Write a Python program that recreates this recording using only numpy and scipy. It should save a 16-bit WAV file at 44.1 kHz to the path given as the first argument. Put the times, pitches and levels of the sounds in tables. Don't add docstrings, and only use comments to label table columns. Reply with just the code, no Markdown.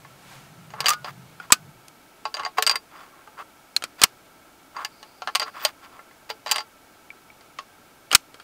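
import sys
import numpy as np
from scipy import signal
from scipy.fft import rfft, irfft, next_fast_len
from scipy.io import wavfile
from scipy.ndimage import uniform_filter1d

SR = 44100
rng = np.random.default_rng(int(sys.argv[2]) if len(sys.argv) > 2 else 0)


def unload_wav(signal):
    wavfile.write(
        sys.argv[1],
        SR,
        np.round(np.clip(np.atleast_2d(signal).T, -1, 1) * 32767).astype(np.int16),
    )


N = 371763
TIME = np.arange(N) / SR

# (frequency [Hz], level [dB], undamped t60 [s])
RIFLE_MODES = [(443, -19.5, 0.32), (609, -10, 0.081), (741.6, -8, 0.093), (855, -6.5, 0.14),
               (986, -7.5, 0.071), (1095.5, -1.5, .12), (1218, -6, 0.06), (1365, -8.5, 0.12),
               (1583, -9, 0.065), (1737, -8, 0.074), (1898, -7.5, 0.03), (2078, -4, .05),
               (2437, -14, 0.088), (2646, -8.5, 0.1), (2870, -6, .05), (3110, -6, .05), (3910, -10.5, .05),
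               (4350, -20.5, 0.015), (5100, -13, 0.031), (5920, -14.5, 0.057), (6610, -7, 0.058),
               (7200, -20.5, .04), (7500, -8, .035), (8400, -1, 0.025), (8800, -18, 0.099),
               (9170, -9.5, .04), (11080, -19, .03), (13650, -12, .045), (13850, -16, .03)]


def from_db(db):
    return 10 ** (np.asarray(db) / 20)


def rms_one(x):
    return x / np.sqrt(np.mean(x ** 2) + 1e-20)


def filtered(x, order, hz, kind="low"):
    return signal.sosfilt(signal.butter(order, hz, kind, fs=SR, output="sos"), x)


def noise(colour, size, peaks=()):
    hz = np.maximum(np.arange(size // 2 + 1) * SR / size, 1)
    colour_hz, colour_db = np.transpose(colour)
    db = np.interp(np.log(hz), np.log(colour_hz), colour_db)
    for centre, width, lift_db in peaks:
        db = db + lift_db / (1 + (2 * (hz - centre) / width) ** 2)
    return rms_one(irfft(rfft(rng.standard_normal(size)) * from_db(db), size))


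def long_noise(colour, peaks=()):
    return noise(colour, next_fast_len(N), peaks)[:N]


def wobble(cutoff_hz):
    return rms_one(filtered(rng.standard_normal(N), 2, cutoff_hz))


def fader(points):
    return from_db(np.interp(TIME, *np.transpose(points)))


def decay(t, t60):
    return np.exp(-np.log(1000) * t / max(t60, .004))


def mode(t, hz, db, t60):
    return from_db(db) * np.sin(2 * np.pi * hz * t) * decay(t, t60)


def add(out, s, sound):
    start = max(int(s * SR), 0)
    out[start:start + len(sound)] += sound[:N - start]


def air(level_db=-53.0):
    # (frequency [Hz], level [dB])
    colour = [(25, -5.5), (60, -3), (120, -0.5), (210, 0), (290, 4.5), (380, 1.5), (490, -1.5), (650, 2),
              (1050, -4.5), (1900, -8), (2500, -7), (4000, -11), (8000, -14), (16000, -16)]
    # (frequency [Hz], width [Hz], lift [dB])
    peaks = [(721, 52, 0.83), (880, 100, 5), (1323, 120, 12), (1580, 110, 8.2)]
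    return from_db(level_db) * long_noise(colour, peaks)


def insect(pitch_hz=2245, pulses_per_s=17.5, level_db=-69.0):
    note = np.sin(2 * np.pi * pitch_hz * TIME + 1.2 * wobble(cutoff_hz=25))
    pulses = np.sin(np.pi * pulses_per_s * TIME) ** 2
    return from_db(level_db) * rms_one(pulses * note)


def hum():
    # (time [s], level [dB])
    swells = [(0, -57), (.27, -56.5), (.35, -53), (.77, -49), (.92, -54), (1.2, -47.5), (1.37, -56),
              (1.57, -59), (1.66, -45), (1.82, -62), (2.1, -80)]
    # (frequency [Hz], level [dB])
    colour = [(60, -33), (105, -9), (130, -0.5), (160, -4), (190, -6.5), (240, -22), (500, -52)]
    return fader(swells) * long_noise(colour)


def sleeve():
    # (time [s], level [dB])
    sweep = [(0, -57.5), (.2, -56.5), (.33, -46), (.52, -58.5), (1.35, -58.5), (2.1, -78.5)]
    # (frequency [Hz], level [dB])
    cloth = [(200, -5), (900, 2), (2500, -2.5), (5000, -8.5), (9000, -12.5), (16000, -20.5)]
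    return fader(sweep) * long_noise(cloth)


def squeal():
    # (time [s], pitch [Hz], level [dB])
    path = [(5.54, 15300, -80.5), (5.59, 15200, -63), (5.63, 14700, -48), (5.643, 13900, -33),
            (5.652, 14000, -72)]
    s, hz, db = np.transpose(path)
    roughness = wobble(cutoff_hz=400)
    tone = np.sqrt(2) * np.sin(2 * np.pi * np.cumsum(np.interp(TIME, s, hz)) / SR)
    gate = (TIME > s[0]) & (TIME < s[-1])
    return tone * roughness * from_db(np.interp(TIME, s, db)) * gate


def glide(band_hz=(4350, 4950)):
    # (time [s], level [dB])
    singing = [(4.85, -88), (4.93, -62), (5.2, -64.5), (5.55, -63), (5.7, -87)]
    return fader(singing) * rms_one(filtered(rng.standard_normal(N), 2, band_hz, "band"))


def slides(catches_per_s=1500, catch_spread_db=2.5, grain_db=3.0, held_t60_share=0.19):
    # (start [s], end [s], body [dB], scratch [dB])
    strokes = [(0.733, 0.905, -39, -66), (0.843, 0.952, -32, -25.5), (1.043, 1.117, -37, -39.5),
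               (1.405, 1.471, -47, -46.5), (2.362, 2.45, -34.5, -61), (2.57, 2.604, -25, -28.5),
               (2.723, 2.773, -31.5, -50), (2.889, 3.099, -46, -49.5), (3.067, 3.279, -54.5, -66),
               (3.369, 3.434, -35.5, -46.5), (3.978, 4.044, -45.5, -38.5), (4.024, 4.041, -27.5, -16.5),
               (4.741, 4.868, -35.5, -46.5), (5.267, 5.308, -31.5, -48), (5.45, 5.506, -35.5, -44),
               (5.535, 5.602, -39.5, -43), (5.581, 5.716, -38.5, -33.5), (5.809, 5.883, -45.5, -49.5),
               (5.88, 6.019, -51, -56), (6.291, 6.32, -45, -28.5), (6.46, 6.619, -41, -46),
               (8.106, 8.163, -30.5, -27.5)]
    # (frequency [Hz], level [dB])
    colour = [(1500, 3.5), (2200, 1.5), (3500, -7), (4700, -10), (6000, -14), (8500, -16.5), (11000, -24.5),
              (16000, -12.5)]
    # (frequency [Hz], width [Hz], lift [dB])
    peaks = [(3440, 150, 7.5), (4790, 200, 11.5), (7100, 250, 1)]
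    catches = (rng.random(N) < catches_per_s / SR) * rng.choice([-1, 1], N)
    catches = catches * from_db(catch_spread_db * rng.standard_normal(N))
    held_ring = sum(mode(TIME[:SR // 8], hz, db, t60 * held_t60_share) for hz, db, t60 in RIFLE_MODES)
    body = signal.fftconvolve(catches, held_ring)[:N]
    body = rms_one(filtered(body, 1, [1120, 1520], "band"))
    grain = from_db(grain_db * rms_one(uniform_filter1d(rng.standard_normal(N), size=130)))
    scratch = filtered(rms_one(long_noise(colour, peaks) * grain), 2, 1200, "high")
    out = np.zeros(N)
    for start, end, body_db, scratch_db in strokes:
        span = slice(int(start * SR), int(end * SR))
        swell = np.sqrt(np.hanning(len(out[span])))
        out[span] += swell * (from_db(body_db) * body[span] + from_db(scratch_db) * scratch[span])
    return out


def clinks():
    # (time [s], pitch [Hz], level [dB], t60 [s])
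    hits = [(0.859, 3000, -10.5, .021), (0.885, 1193, -14.5, 0.14), (0.908, 1230, -14, .12),
            (0.933, 1452, -31, .25), (1.4, 1435, -30, .069), (1.503, 1005, -20, .042),
            (1.5212, 7740, 5.5, .022), (1.524, 1222, -11.5, .056), (1.525, 1501, -29, .15),
            (3.7651, 4180, -3, .016), (7.1039, 2312, -27.5, .03), (7.302, 2283, -37.5, .028),
            (8.115, 2940, -13.5, .025)]
    out = np.zeros(N)
    for s, hz, db, t60 in hits:
        add(out, s, mode(TIME[:SR // 4], hz, db, t60))
    return filtered(out, 3, 700, "high")


def blow(s, strength_db, brightness_db, t60, clack_db, ring_db, ring_loss=0.38, dull_edge_loss=.17):
    body_db = strength_db - brightness_db / 2
    edge_db = strength_db + brightness_db / 2 + dull_edge_loss * min(brightness_db, 0)
    return s, (body_db, strength_db + clack_db, edge_db), t60, ring_db - ring_loss * brightness_db


def strikes(blows, resonances, low_hz, crack_db, tick_db, chatter_s, cabin_db, cabin_t60, spread_db):
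    # (frequency [Hz], level [dB])
    crack_colour = [(200, -3), (450, -5.5), (750, -3), (1250, 8.5), (1900, 2), (2900, 8.5), (3450, 2.5),
                    (4500, 7), (6000, -2), (8500, -7), (10200, -12), (13500, -13), (16000, -17)]
    band_tops = [1800, 6000, 16000]
    bands = list(zip([low_hz] + band_tops, band_tops))
    voicing = [(1.15, .15, .45), (.85, 1, 1), (.75, 1.2, 1)]
    out, t, attack = np.zeros(N), TIME[:SR // 5], int(.006 * SR)
    modes = np.array([mode(t, *row) for row in resonances])
    cabin_tail = from_db(cabin_db) * decay(t, cabin_t60)
    for s, band_levels, t60, ring_db in blows:
        strengths = from_db(ring_db + spread_db * rng.standard_normal(len(modes)))
        strengths *= rng.choice([-1, 1], len(modes))
        ring = strengths @ modes * decay(t, 2.9 * t60)
        crack = from_db(crack_db) * noise(crack_colour, len(t))
        settled = np.maximum(t - chatter_s * min(from_db(band_levels[1]), 1), 0)
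        tick = from_db(tick_db) * decay(settled, t60=0.011)
        for band_hz, db, (linger, tick_gain, crack_gain) in zip(bands, band_levels, voicing):
            envelope = decay(settled, t60 * linger) + tick_gain * tick + cabin_tail
            layer = filtered(crack_gain * crack * envelope + ring, 3, band_hz, "band")
            add(out, s, from_db(db) * layer / np.std(layer[:attack]))
    return out


def rattles(gap_s=.0125, jitter_s=0.001457, spread_db=1.0, squareness=.5):
    # (start [s], end [s], strength [dB], brightness [dB])
    bursts = [(5.403, 5.435, -36.5, -11), (6.468, 6.61, -41, -11.5)]
    contacts = []
    for start, end, db, brightness_db in bursts:
        for s in np.arange(start, end, gap_s):
            late, harder = rng.standard_normal(2)
            contacts.append((s + jitter_s * late, db + spread_db * harder, brightness_db, squareness))
    return contacts


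def bolt(ping_hz=4743, ping_db=14.5, base_t60=0.068, halving_db=28):
    # (time [s], strength [dB], brightness [dB], squareness [0-1])
    knocks = [(0.048, -58, -31, 0), (0.704, -53, -8, 0), (0.737, -53, -38.5, 0.17),
              (0.8045, -28.5, -1, 0.2), (0.843, -39.5, -16, 0), (0.8587, -27.5, -4, 0.5),
              (0.8655, -27.5, -2, 1), (0.8838, -23, 8, 0.1), (0.891, -26.5, 17.5, 0.2),
              (0.9035, -29, 17, 0.47), (0.934, -36, 0, 0.25), (1.0448, -41, -16, 0.3),
              (2.2533, -36.5, -25.5, 0.44), (2.3415, -37.5, -6, 1), (2.3485, -40, -6.5, 0),
              (2.3685, -38.5, -11.5, 0), (2.3955, -39.5, -21, 0.15), (2.4335, -42.5, -17, .25),
              (2.45, -36.5, -14.5, 0.9), (2.462, -39, -29.5, 0), (2.583, -30, -26.5, 0.3),
              (2.624, -23.5, 3.5, .1), (2.6655, -25, 3, 0.9), (2.674, -23.5, 5, 0.5),
              (2.6955, -23.5, -2.5, 0.64), (2.712, -30, -2, 1), (2.7565, -29.5, -1, 0.55),
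              (3.274, -62, -38.5, 0), (4.7653, -46.5, -32, 0.58), (4.848, -32, -1.5, 0.28),
              (5.0287, -47, -8, 0), (5.2198, -42.5, -24, 0), (5.274, -34.5, -21.5, 0.03),
              (5.3505, -25.5, -3.5, 0.14), (5.355, -21, -3.5, 0.1), (5.397, -31.5, 1, 0.9),
              (5.42, -38, -23, 0.14), (5.65, -20.5, 1, 0.34), (5.992, -58.5, -36, 0), (6.11, -61, -20, 0),
              (6.301, -37, -14.5, 0.54), (6.4615, -38.5, -17, 0), (6.513, -24, 7, 0.6),
              (6.519, -24.5, 10, 0.2), (6.5597, -28.5, -4, 0.2), (6.582, -32.5, -6, 0.23),
              (7.409, -58.5, -10, 0.25), (7.5868, -38.5, -19, 0)]
    contacts = knocks + rattles()
    blows = []
    for s, db, brightness_db, _ in contacts:
        t60 = base_t60 * 2 ** (-brightness_db / halving_db)
        blows.append(blow(s, db, brightness_db, t60, clack_db=5.5, ring_db=5.5))
    out = strikes(blows, RIFLE_MODES, low_hz=380, crack_db=10.5, tick_db=1.5, chatter_s=0.0012,
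                  cabin_db=-47.5, cabin_t60=0.13, spread_db=6.0)
    for s, db, _, squareness in contacts:
        add(out, s, squareness * mode(TIME[:SR // 5], ping_hz, db + ping_db, t60=.07))
    return out


def magazine():
    # (time [s], strength [dB], brightness [dB], base t60 [s])
    snaps = [(1.4, -48, -20, 0.089), (1.505, -38.5, -13, 0.066), (1.5215, -10, 13, 0.052),
             (1.8822, -52, 13, 0.013), (3.7638, -30, 11.5, 0.055), (3.823, -37.5, -8, 0.061),
             (3.839, -30, -1, 0.054), (4.0166, -21.5, 1.5, 0.047), (4.0361, -8.5, 7.5, 0.031),
             (8.115, -32, -3.5, .05), (8.128, -25.5, 2, 0.044), (8.133, -29, -17, 0.038),
             (8.149, -6.5, 8, 0.024), (8.343, -48, -9, .07), (8.399, -48.5, -12, 0.15)]
    # (frequency [Hz], level [dB], undamped t60 [s])
    box_modes = [(270.4, -19, .03), (480, -12.5, 0.024), (752.6, -11.5, 0.054), (1128, -6.5, 0.023),
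                 (1380, -5.5, 0.061), (1673, -3, 0.022), (2310, -10.5, .05), (2520, -4, 0.082),
                 (3225, 6.5, .045), (3892, -8, 0.052), (4470, -3, .03), (4435, -4, 0.024),
                 (5130, -5.5, 0.026), (6424, -4, .04), (7040, -4, 0.027), (7980, -3.5, 0.043),
                 (8224, -3.5, 0.014), (9005, 0.5, 0.032), (9900, -9.5, 0.036), (11000, -10, 0.026)]
    blows = [blow(*row, clack_db=4.5, ring_db=1.0) for row in snaps]
    return strikes(blows, box_modes, low_hz=210, crack_db=6.5, tick_db=-2.5, chatter_s=0.0048,
                   cabin_db=-30.5, cabin_t60=0.14, spread_db=4.0)


def scene():
    rifle = bolt() + magazine() + clinks() + slides() + glide() + squeal()
    surroundings = air() + hum() + insect() + sleeve()
    return (rifle + surroundings)[None, :]


def record(dry, ceiling=.89, bias=0.083, cutoff_hz=15650):
    overloaded = (np.abs(dry) > ceiling) + 1e-18
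    thump = bias * filtered(overloaded, 1, 400)
    clipped = np.clip(dry + thump, -ceiling, ceiling)
    return signal.sosfilt(signal.ellip(12, .2, 90, cutoff_hz, fs=SR, output="sos"), clipped)


dry = scene()
out = record(dry)
unload_wav(out)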